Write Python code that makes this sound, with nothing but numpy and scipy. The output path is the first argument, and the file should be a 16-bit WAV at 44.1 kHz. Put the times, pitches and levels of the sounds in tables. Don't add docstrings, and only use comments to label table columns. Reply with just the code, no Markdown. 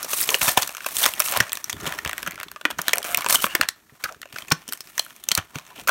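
import sys
import numpy as np
from scipy import signal
from scipy.fft import rfft, irfft, next_fast_len
from scipy.io import wavfile
from scipy.ndimage import uniform_filter1d

SR = 44100
rng = np.random.default_rng(int(sys.argv[2]) if len(sys.argv) > 2 else 0)


def to_wav(s):
    ch = np.atleast_2d(s).T
    pcm = np.round(np.clip(ch, -1, 1) * 32767)
    wavfile.write(sys.argv[1], SR, pcm.astype(np.int16))


N = 260340
SPAN = 4096


def amp(db):
    return 10 ** (np.asarray(db) / 20)


def unit(x):
    return x / np.sqrt(np.mean(x ** 2, axis=-1, keepdims=True) + 1e-20)


def along(points, hz):
    point_hz, value = np.transpose(points)
    return np.interp(np.log(hz + 1), np.log(point_hz + 1), value)


def filtered(x, response):
    size = next_fast_len(x.shape[-1] + SPAN)
    spectrum = rfft(x, size) * response(np.fft.rfftfreq(size, 1 / SR))
    return irfft(spectrum, size)[..., :x.shape[-1]]


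def colour(points):
    return lambda hz: amp(along(points, hz))


def mode(hz, centre_hz, width_hz):
    return 1j * hz * width_hz / (centre_hz ** 2 - hz ** 2 + 1j * hz * width_hz)


def place(rows, start_s):
    at = np.round(start_s * SR).astype(int)[:, None] + np.arange(rows.shape[1])
    return np.bincount(at.ravel(), rows.ravel(), N)[:N]


# centre_hz [Hz], width_hz [Hz], level_db [dB]
SHELL = [(624, 134, -5.5), (997, 350, -4), (1450, 220, -6.5), (1756, 89, -3.5), (2318, 480, -8),
         (3490, 1050, -14)]


def shell(hz):
    modes = [amp(level_db) * mode(hz, centre_hz, width_hz) for centre_hz, width_hz, level_db in SHELL]
    return sum((-1) ** k * m for k, m in enumerate(modes))


# peak_s [s], rise_ms [ms], fall_ms [ms, before the shares below],
# card rustle_db [dB], fibre hiss_db [dB], bent panel_hz [Hz]
TUGS = [(.13, 27, 53, -54, -26.5, 1200), (0.186, 13, 58, -43, -21, 2400), (.215, 27, 79, -44, -30.5, 2440),
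        (.317, 40, 85, -33, -27, 1070), (.418, 3.7, 34, -19.5, -24, 880), (0.439, 16, 25, -38, -19, 900),
        (.487, 12, 33, -21.5, -19, 780), (0.58, 15, 48, -23.5, -28.5, 824),
        (.625, 16, 57, -32.5, -35, 1150), (.89, 41, 120, -41.5, -35.5, 2540),
        (0.996, 26, 50, -57, -21, 1900), (1.055, 24.6, 40, -19, -23, 970), (1.201, 17, 23, -25, -33, 2110),
        (1.271, 32, 66, -58, -25, 2740), (1.37, 43, 91, -23.5, -39, 860), (1.55, 15, 120, -46.5, -47, 1840),
        (1.864, 13, 100, -32, -45, 1420), (2.067, 11, 97, -36.5, -62, 990),
        (2.189, 13, 67, -38.5, -41.5, 1460), (2.273, 9.3, 80, -37.5, -70, 1560),
        (2.405, 28, 42, -44, -65, 1720), (2.662, 6.2, 22, -34.5, -69, 1500),
        (2.711, 7.7, 21, -36.5, -71, 1590), (2.791, 2, 21, -28, -43, 1510),
        (2.891, 52, 68, -32, -40.5, 3150), (3.051, 10, 110, -35.5, -39, 2220),
        (3.185, 47, 75, -31.5, -46, 1190), (3.3, 7.4, 42, -23, -22, 1130), (3.35, 16, 11, -29, -16, 1080),
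        (3.405, 32, 46, -47, -34.5, 2900), (3.455, 37, 8.7, -45, -25.5, 1496),
        (3.558, 5, 33, -32, -66, 1420), (3.628, 7.7, 31, -25.5, -50.5, 1740),
        (4.006, 3, 45, -49.5, -54, 1400), (4.051, 6.2, 12, -42, -40, 1300), (4.08, 10, 83, -46, -55, 1380),
        (4.328, 3.6, 56, -48, -51, 2590), (4.373, 20, 58, -45, -48, 2520),
        (4.518, 2.6, 12, -12.5, -50, 1770), (4.687, 5.5, 24, -44, -59, 3070),
        (4.731, 8.9, 23, -51, -41, 1720), (5.003, 99, 97, -49.5, -45, 2740),
        (5.322, 8.8, 40, -38, -42, 3270), (5.383, 8.3, 27, -23.5, -64, 1260),
        (5.562, 11, 35, -39, -50, 1000), (5.807, 38, 52, -42.5, -47, 2720),
        (5.891, 4.2, 43, -19, -42, 1400)]
# time_s [s], card rustle_db [dB], handling rumble_db [dB]
HOLD = [(0, -37, -53), (.4, -54.5, -56), (.73, -49, -63), (1.3, -55, -54.5), (1.63, -55.5, -59.5),
        (1.84, -39.5, -38), (2.03, -47.5, -54), (2.27, -62, -48), (2.6, -55.5, -60.5), (2.72, -89, -50),
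        (3.02, -62, -63), (3.29, -49, -51), (3.5, -39, -50), (3.68, -56, -62), (3.87, -63, -65),
        (4.02, -58.5, -63), (4.18, -75, -63), (4.38, -53.5, -55.5), (4.62, -55, -58.5), (4.9, -63, -62.5),
        (5.28, -53.5, -59.5), (5.5, -58.5, -60), (5.68, -52.5, -61), (5.81, -64, -54.5), (5.9, -67, -50)]
RUSTLE_FALL, HISS_FALL = 0.5, 0.66
RASP_DULL, RASP_DB = 0.31, -2.5
HOLD_HISS_DB, TUG_RUMBLE_DB = -5.5, -23


def effort():
    peak_s, rise_ms, fall_ms, rustle_db, hiss_db, _ = np.transpose(TUGS)[:, :, None]
    t = np.arange(0, N / SR + .002, .001)

    def swell(db, fade_ms):
        rise = (t - peak_s) * 1000 / rise_ms
        fade = (peak_s - t) * 1000 / fade_ms
        return np.sum(amp(db) * np.exp(np.minimum(rise, fade)), axis=0)

    time_s, hold_db, grip_db = np.transpose(HOLD)
    hold = amp(np.interp(t, time_s, hold_db))
    tug = swell(rustle_db, RUSTLE_FALL * fall_ms)
    rumble = amp(np.interp(t, time_s, grip_db)) + amp(TUG_RUMBLE_DB) * tug
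    hiss = amp(HOLD_HISS_DB) * hold + swell(hiss_db, HISS_FALL * fall_ms)
    levels = [20 * np.log10(v) for v in (rumble, hold + tug, hiss)]
    rumble_db, rustle_db, hiss_db = [np.interp(np.arange(N) / SR, t, db) for db in levels]
    rasp_db = RASP_DULL * rustle_db + (1 - RASP_DULL) * hiss_db + RASP_DB
    return rumble_db, rustle_db, rasp_db, hiss_db


def grains(rate_hz, spread_db, decay_ms, steady):
    happens = rng.random(N) < rate_hz / SR
    size = amp(spread_db * np.minimum(rng.exponential(size=N), 3))
    decay = np.exp(-np.arange(SPAN // 4) / (decay_ms * SR / 1000))
    return steady + unit(signal.fftconvolve(happens * size, decay)[:N])


def bending(x, peak_s, panel_hz):
    hz, t, z = signal.stft(x, SR, nperseg=512)
    panels = np.abs(mode(hz[:, None], panel_hz, 0.04 * panel_hz + 120))
    bent = np.array([np.interp(t, peak_s, row) for row in panels])
    body = .5 * np.abs(shell(hz))[:, None] + 0.2 * bent
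    return signal.istft(z * body / np.linalg.norm(body, axis=0), SR, nperseg=512)[1][:N]


def crackle(count):
    when, pitch, life, size = rng.random((count, 4)).T[:, :, None]
    hz = 1700 * amp(18 * pitch)
    t = np.arange(SPAN // 32) / SR
    level = amp(5.5 * np.minimum(-np.log(size), 3.5))
    fade = np.exp(-t * hz / (.8 + 2 * life))
    return unit(place(level * fade * np.sin(2 * np.pi * hz * t), when[:, 0] * N / SR))


# freq_hz [Hz], level_db [dB]
RUMBLE = [(20, -40.5), (50, -1), (90, -9), (200, -6), (400, -8), (800, -35)]
# freq_hz [Hz], level_db [dB]
CRACK = [(2200, -9.5), (3400, -1.5), (4500, 1.5), (6200, 3.5), (8000, -1), (12000, -6.5)]
# freq_hz [Hz], level_db [dB]
SIZZLE = [(4000, -63), (8000, -5.5), (13000, -5), (15500, -8.5), (17000, -5)]


def tearing():
    peak_s, *_, panel_hz = np.transpose(TUGS)
    rumble_db, rustle_db, rasp_db, hiss_db = effort()
    noise = rng.standard_normal((4, N))
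    shared = grains(rate_hz=400, spread_db=2.5, decay_ms=3.3, steady=0.21)

    def gate(decay_ms):
        return shared + 0.25 * grains(rate_hz=440, spread_db=8.0, decay_ms=decay_ms, steady=0.22)

    slow_gate = grains(rate_hz=50, spread_db=3.5, decay_ms=7, steady=.9)
    rumble = amp(rumble_db) * unit(filtered(noise[0] * slow_gate, colour(RUMBLE)))
    rustle = amp(rustle_db) * unit(bending(noise[1] * gate(1.0), peak_s, panel_hz))
    rasp = amp(rasp_db) * unit(filtered(noise[2] * gate(1.0), colour(CRACK)))
    hiss = amp(hiss_db) * unit(filtered(noise[3] * gate(0.91), colour(SIZZLE)))
    fibres = amp((rasp_db + hiss_db) / 2 - 12.0) * crackle(count=7000)
    return fibres + rumble + rustle + rasp + hiss


# freq_hz [Hz], level_db [dB]
AIR = [(18, -38), (30, -3.5), (112, -8.5), (157, -30), (1760, -28), (4910, -18), (12600, -21.5),
       (14000, -15), (16000, -25.5)]


def still_air():
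    return amp(-64.5) * unit(filtered(rng.standard_normal(N), colour(AIR)))


# freq_hz [Hz], t60_s [s]
ROOM = [(200, 0.18), (1500, 0.24), (5000, 0.17), (14000, 0.1)]


def room(x):
    hz, t, z = signal.stft(rng.standard_normal(SR // 3), SR, nperseg=256)
    fade = amp(-60 * t / along(ROOM, hz)[:, None])
    tail = signal.istft(z * fade, SR, nperseg=256)[1]
    return signal.fftconvolve(np.pad(x, (200, 0)), tail / np.linalg.norm(tail))[:N]


SLIPS, TICKS = 14, 110
SLIP_S, SLIP_GAP_S, SLIP_JITTER_S = 3.0625, .00553, .0005
SLIP_MS, SLIP_HZ, SLIP_DB = 1.6, 1300, (-32.5, -37, -28)
TICK_DB, TICK_SCATTER_DB = (0.5, 2.5, 3.5), 5


def small_snaps():
    chance = rng.standard_normal((SLIPS, 4))
    slip_s = SLIP_S + SLIP_GAP_S * np.arange(SLIPS) + SLIP_JITTER_S * chance[:, 0]
    slip_db = SLIP_DB + 2.9 * chance[:, 1:]
    run = np.column_stack([slip_s, np.full(SLIPS, SLIP_MS), np.full(SLIPS, SLIP_HZ), slip_db])
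    when, length, pitch = rng.random((TICKS, 3)).T
    effort_db = np.transpose(effort()[1:])[(when * N).astype(int)]
    tick_db = effort_db + TICK_DB + rng.normal(0, TICK_SCATTER_DB, (TICKS, 3))
    ticks = np.column_stack([when * N / SR, 0.8 + 2.1 * length, 900 * 4 ** pitch, tick_db])
    return np.vstack([run, ticks])


def peak_at(rows, level_db):
    top = np.abs(uniform_filter1d(rows ** 2, size=48)).max(axis=1, keepdims=True)
    return rows * amp(level_db) / np.sqrt(top)


# start_s [s], length_ms [ms, stretched per band], panel_hz [Hz],
# panel ring_db [dB], crack_db [dB], sizzle_db [dB]
SNAPS = [(0.0293, 0.28, 1250, -30, -22, -12), (0.0436, 8.8, 605, -26.5, -28, -27),
         (0.1324, 2.1, 1010, -17.5, -16, -32), (0.207, 0.52, 3750, -37, -24, -13),
         (0.2125, 1.4, 2390, -68, -34, -9), (0.229, 0.48, 2870, -35, -16, -18),
         (0.2904, 1.3, 2570, -10, -16, -20), (0.304, 2.5, 3230, -34, -14.5, -18),
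         (0.3211, 2.2, 543, -23, -29, -22), (0.3437, 0.86, 2820, -6.5, -11.5, -31),
         (0.3484, 3.4, 590, -21, -19, -18), (0.4143, 4.3, 2420, -14, -24, -23),
         (0.4787, 5.7, 1050, -14.5, -20, -19), (0.5174, 0.88, 1130, -37, -39, -12),
         (0.5719, 9, 830, -4.5, -14.5, -14), (0.6214, 3.3, 1000, -30, -15.5, -12.5),
         (0.628, 6.3, 2810, -22, -18, -32), (0.6744, 4.5, 1510, -33, -26, -22),
         (0.692, 2.1, 895, -25, -30, -30), (0.7493, 1.15, 1330, -27.5, -26, -32),
         (0.7688, 0.88, 2830, -27.5, -28, -25), (0.7809, 1.2, 1050, -30.5, -34, -42),
         (0.805, 3.8, 1490, -29.5, -37, -50), (0.8446, 3.6, 1360, -27, -32, -41),
         (0.8616, 6.8, 955, -18.5, -25, -20.5), (0.887, 2.5, 1840, -28, -45, -22),
         (0.968, 0.46, 3580, -29, -12, -10.5), (0.9851, 0.32, 3060, -35, -27, -15),
         (1.0277, 9.3, 3040, -19.5, -29, -15), (1.0387, 1.4, 3570, -12, -16, -16),
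         (1.056, 0.96, 1920, -16.5, -9, -23), (1.0603, 5, 1393, -10.5, -10, -8.5),
         (1.1371, 1.8, 2750, -23, -28, -22), (1.1946, 6.8, 2050, -44, -31, -15),
         (1.201, 3.9, 1310, -13, -12.5, -4), (1.2208, 1.4, 2660, -19, -26, -21),
         (1.2595, 3.9, 2570, -23, -35, -31), (1.2754, 5.7, 1290, -29, -34, -25),
         (1.2852, 1.3, 3300, -23, -19.5, -26), (1.321, 5.7, 1270, -25, -30, -16),
         (1.371, 6.4, 900, -19, -24, -13), (1.4015, 7.4, 1765, -6.5, -12, -30),
         (1.4945, 1.1, 2440, -32, -28, -40), (1.5201, 0.78, 1710, -30, -18, -25),
         (1.5308, 1.74, 1890, -21, -37, -10.5), (1.5538, 0.75, 3630, -28.5, -23, -19),
         (1.5715, 2.5, 1770, -26, -26, -26), (1.6419, 3, 1260, -35, -18.5, -22.5),
         (1.6965, 0.78, 1870, -20.5, -20, -23), (1.7, 0.35, 3420, -33, -15.5, -18),
         (1.7283, 2.5, 3520, -22, -27, -25), (1.8104, 2.2, 3560, -51, -32, -46),
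         (1.8632, 13, 3100, -23.5, -29.5, -34), (1.874, 3.6, 970, -25, -23, -29),
         (1.9228, 2.6, 1840, -21.5, -31, -28), (1.9865, 5.4, 1840, -20.5, -26, -33),
         (2.0485, 3.5, 1840, -20.5, -27.5, -25), (2.06, 1.9, 940, -19, -44, -48),
         (2.0753, 2.8, 1900, -25, -24, -27), (2.0932, 4.8, 1800, -20.5, -33, -25),
         (2.112, 1, 2020, -28, -28, -38), (2.1309, 1.7, 1770, -20.5, -34, -23.5),
         (2.1804, 0.82, 1870, -21, -32, -20), (2.2296, 1.1, 1260, -23.5, -28, -22),
         (2.2623, 4.4, 1550, -23.5, -32, -38), (2.2722, 8.8, 1670, -19.5, -29.5, -27),
         (2.3094, 1.2, 2070, -29, -32, -25), (2.3204, 1.1, 2140, -31, -38, -35),
         (2.343, 2.1, 2190, -40, -43, -43), (2.3563, 3.1, 2130, -34, -37, -35),
         (2.378, 0.87, 1430, -31, -48, -58), (2.4003, 1.2, 2240, -26.5, -35, -27),
         (2.4113, 2.5, 1660, -26, -52, -48), (2.431, 0.46, 1730, -23.5, -25.5, -17),
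         (2.4823, 5.2, 3460, -34.5, -61, -53), (2.515, 2.2, 1550, -32, -35, -27.5),
         (2.5613, 0.59, 1240, -27, -37.5, -40), (2.6117, 4.3, 1110, -29.5, -38.5, -49),
         (2.653, 0.39, 1740, -5.5, -30, -31), (2.699, 22, 1590, -32, -50, -34),
         (2.7035, 1.5, 940, -23, -31, -41), (2.7084, 5.5, 3420, -27, -31, -28),
         (2.7845, 6.9, 1640, -27, -27.5, -31), (2.8159, 3.7, 1720, -46, -23.5, -19),
         (2.882, 1.4, 1730, -10.5, -10, -8.5), (2.8926, 0.87, 3300, -18.5, -27, -32),
         (2.9321, 5, 2390, -8.5, -11, -14), (2.9564, 2.2, 1430, -25, -33, -18),
         (2.9718, 1.5, 720, -22.5, -32, -24), (2.9824, 1.56, 1080, -21.5, -18.5, -10),
         (3.003, 1.1, 570, -34, -40, -44), (3.018, 1.5, 1720, -32, -41, -42),
         (3.028, 3.4, 3260, -28.5, -30, -26), (3.0432, 3.1, 1500, -30, -30, -24),
         (3.048, 3.6, 690, -26, -30, -26), (3.1453, 3.3, 2500, -12, -14.5, -8.5),
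         (3.173, 1.7, 2260, -25, -18.5, -6.5), (3.178, 1.7, 1000, -17.5, -27, -37),
         (3.1868, 0.36, 1000, -24, -21, -36), (3.2078, 2.4, 1060, -22.5, -26, -25),
         (3.2205, 0.86, 2220, -25, -29, -25), (3.245, 1.1, 980, -18.5, -22, -24),
         (3.2628, 0.89, 1030, -12.5, -20, -22), (3.287, 0.89, 1130, -23, -23, -12),
         (3.2931, 16, 1660, -24.5, -18, -26), (3.2986, 1.5, 1120, -21.5, -25, -7),
         (3.308, 0.52, 2430, -19.5, -20, -4.5), (3.3255, 1.1, 2250, -21, -8.5, -4),
         (3.3432, 5.4, 1250, -16.5, -19, -25), (3.3558, 1.5, 3090, -8.5, -14.5, -14),
         (3.4412, 2.7, 1120, -7.5, -37, -15), (3.4648, 4.3, 1390, -18, -31, -23.5),
         (3.5502, 5.4, 1730, -9, -14.5, -10), (3.6109, 3.9, 1690, -6.5, -10.5, -15),
         (3.6316, 4.8, 1650, -19, -29.5, -41), (3.687, 3.2, 1870, -15.5, -12, -17.5),
         (3.8952, 1.7, 1950, -45.5, -66, -62), (4.0376, 9.4, 1565, -20, -21, -24),
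         (4.0885, 9.7, 1350, -30.5, -44, -61), (4.1238, 0.87, 610, -41, -35, -46),
         (4.145, 4.2, 1400, -38, -49, -65), (4.2164, 1.9, 1960, -34.5, -29.5, -44),
         (4.2283, 5.4, 1800, -29, -46, -65), (4.2558, 2.2, 644, -35.5, -48, -53),
         (4.274, 2.2, 2710, -48, -58, -62), (4.288, 2, 2600, -49, -58, -62),
         (4.326, 2.8, 2520, -35, -35, -45), (4.3584, 7.4, 1370, -26, -33, -48),
         (4.3837, 4.4, 2510, -25.5, -28.5, -33), (4.421, 3.9, 3160, -29.5, -42, -51),
         (4.4815, 7.4, 2420, -32, -38, -39), (4.505, 0.9, 1690, -63, -27, -23),
         (4.518, 6.9, 1190, -14, -9, -20), (4.619, 1.4, 2500, -45, -46, -55),
         (4.6793, 0.79, 3370, -53, -26, -32), (4.6868, 10, 2930, -33.5, -32, -32),
         (4.7231, 3.5, 1660, -26, -23, -19), (4.7327, 3.6, 2960, -28, -27.5, -17),
         (4.7742, 1.5, 1830, -46, -39, -37), (4.8066, 0.42, 1640, -48, -22, -26),
         (4.873, 0.73, 2520, -42, -35, -51), (4.9796, 0.81, 1760, -19.5, -14, -31),
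         (4.9934, 4.2, 3140, -15.5, -11.5, -26), (5.048, 3.2, 2900, -42, -48, -31),
         (5.0637, 1.4, 1410, -33.5, -50, -35), (5.1057, 1.5, 1620, -38.5, -54, -53),
         (5.163, 1.5, 2520, -45, -41, -39), (5.238, 4.1, 3050, -41.5, -32.5, -27.5),
         (5.287, 2.9, 2190, -30.5, -12, -18), (5.3091, 1, 2870, -25, -43, -47),
         (5.315, 5.5, 3140, -11.5, -8.5, -32), (5.3507, 3, 2490, -27, -11, -9.5),
         (5.3747, 5.9, 1830, -16.5, -16.5, -16.5), (5.3837, 1.4, 1520, -18.5, -44, -42),
         (5.556, 2.7, 1040, -23.5, -30.5, -54), (5.585, 2.3, 954, -28.5, -30.5, -55),
         (5.5957, 2.8, 960, -39, -40, -50), (5.665, 3.1, 2800, -46, -41, -55),
         (5.779, 1.9, 2880, -35, -48, -58), (5.8734, 4.3, 1320, -19, -24, -28),
         (5.8777, 1.4, 1880, -23, -25, -12), (5.884, 3.5, 1460, -11.5, -23, -33),
         (5.89, 7.9, 1420, -9.5, -24, -16)]


def snaps():
    table = np.vstack([SNAPS, small_snaps()])
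    start_s, length_ms, panel_hz, ring_db, crack_db, sizzle_db = table.T[:, :, None]
    t_ms = np.arange(SPAN // 2) / SR * 1000
    noise = rng.standard_normal((len(start_s), 3, SPAN // 2))
    slow = uniform_filter1d(rng.standard_normal((len(start_s), SPAN // 2)), size=36)
    lumps = amp(1.5 * unit(slow))
    facet_hz = rng.uniform(3160, 6970, panel_hz.shape)
    rise = 1 - np.exp(-(t_ms / (0.21 * length_ms + 0.029)) ** 2)

    def burst(stretch, after_db, after_ms):
        body = lumps * np.exp(-(t_ms / (stretch * length_ms)) ** 1.54)
        return rise * (body + amp(after_db) * np.exp(-t_ms / after_ms))

    def panel(hz):
        return mode(hz, panel_hz, 0.041 * panel_hz + 220) + 0.5 * shell(hz)

    def facet(hz):
        return colour(CRACK)(hz) * (.5 + mode(hz, facet_hz, 0.12 * facet_hz))

    ring = filtered(noise[:, 0] * burst(0.68, -14.0, 4.75), panel)
    crack = filtered(noise[:, 1] * burst(0.74, -24.0, 7.2), facet)
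    sizzle = filtered(noise[:, 2] * burst(0.51, -21.5, 2.0), colour(SIZZLE))
    rows = peak_at(ring, ring_db) + peak_at(crack, crack_db) + peak_at(sizzle, sizzle_db)
    return place(rows, start_s[:, 0])


# start_s [s], peak_db [dB], pitch_hz [Hz]
THUDS = [(0.289, -23.5, 435), (0.424, -26, 64), (0.479, -23, 140), (0.575, -23, 122), (0.861, -40, 384),
         (1.063, -32.5, 313), (1.377, -27, 107), (1.404, -17, 119), (1.419, -31, 102), (1.733, -32.5, 101),
         (1.762, -29, 88), (1.874, -33, 168), (2.06, -22.5, 77), (2.278, -29, 184), (2.653, -21.5, 302),
         (2.79, -28, 182), (2.879, -31.5, 307), (2.932, -20.5, 456), (3.297, -37, 337), (3.355, -33, 270),
         (3.441, -23.5, 206), (3.55, -21.5, 355), (3.597, -26, 287), (3.614, -31, 84.4), (3.923, -41, 135),
         (4.042, -38, 66), (4.336, -36, 130), (4.52, -13, 160), (4.686, -35.5, 255), (5.318, -33, 208),
         (5.38, -18, 97), (5.558, -22, 144), (5.783, -37, 258)]


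def thuds():
    start_s, peak_db, pitch_hz = np.transpose(THUDS)[:, :, None]
    t = np.arange(2 * SPAN) / SR
    phase = 2 * np.pi * pitch_hz * t
    fade = amp(-60 * t / (0.017 + 4.85 / pitch_hz))
    overtones = 1.2 * np.sin(1.69 * phase) + 0.57 * np.sin(2.9 * phase)
    rows = fade * (1 - np.exp(-t / 0.002)) * (np.sin(phase) + fade * overtones)
    return place(amp(peak_db) * rows / np.abs(rows).max(axis=1, keepdims=True), start_s[:, 0])


# [dB, RMS before the envelope]
CREAKS = [(.297, .066, 562, 542, -35), (.31, .014, 1100, 1000, -29), (1.82, .18, 595, 755, -45),
          (2.94, .077, 702, 692, -37), (3.04, .182, 692, 725, -39), (3.363, .048, 1360, 1420, -38),
          (3.368, .062, 2890, 3080, -37), (3.406, .028, 6210, 6340, -42), (3.452, .014, 13220, 13240, -35),
          (3.483, .058, 2790, 2890, -39), (3.498, .038, 4490, 4470, -50), (3.506, .038, 1710, 1630, -43),
          (4.046, .021, 1440, 1405, -26), (4.085, .015, 1405, 1385, -33), (4.09, .055, 760, 620, -44),
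          (4.512, .012, 1505, 1550, -21), (5.706, .031, 992, 988, -47), (5.782, .029, 785, 690, -45)]


def creaks():
    start_s, length_s, first_hz, last_hz, level_db = np.transpose(CREAKS)[:, :, None]
    progress = np.clip(np.arange(2 * SPAN) / SR / length_s, 0, 1)
    wander = uniform_filter1d(rng.standard_normal((len(start_s), 2, 2 * SPAN)), size=115)
    glide_hz = first_hz + (last_hz - first_hz) * progress
    carrier = np.exp(2j * np.pi * np.cumsum(glide_hz, axis=1) / SR)
    tone = unit(np.real((wander[:, 0] + 1j * wander[:, 1] + 0.09) * carrier))
    envelope = np.abs(np.sin(np.pi * progress)) ** 0.64
    return place(amp(level_db) * envelope * tone, start_s[:, 0])


def scene():
    hands = snaps() + thuds() + creaks() + tearing()
    still = still_air()
    return (hands + amp(-19) * room(hands) + still)[None]


# centre_hz [Hz], width_hz [Hz], depth [0-1]
DIPS = [(860, 260, 0.31), (4890, 295, 0.54), (10500, 410, 0.7)]
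TOP_HZ = 16000


def record(dry):
    def pickup(hz):
        bass_cut = (1j * hz / (55 + 1j * hz)) ** 2
        dips = [1 - depth * mode(hz, centre_hz, width_hz) for centre_hz, width_hz, depth in DIPS]
        return bass_cut * np.prod(dips, axis=0)

    def band_limit(hz):
        return amp(np.interp(hz, [TOP_HZ - 200, TOP_HZ, TOP_HZ + 800, TOP_HZ + 900], [0, -20, -26, -90]))

    thin = filtered(dry, pickup)
    rounded = thin / (1 + np.abs(thin / .98) ** 6) ** (1 / 6)
    return filtered(rounded, band_limit)


dry = scene()
out = record(dry)
to_wav(out)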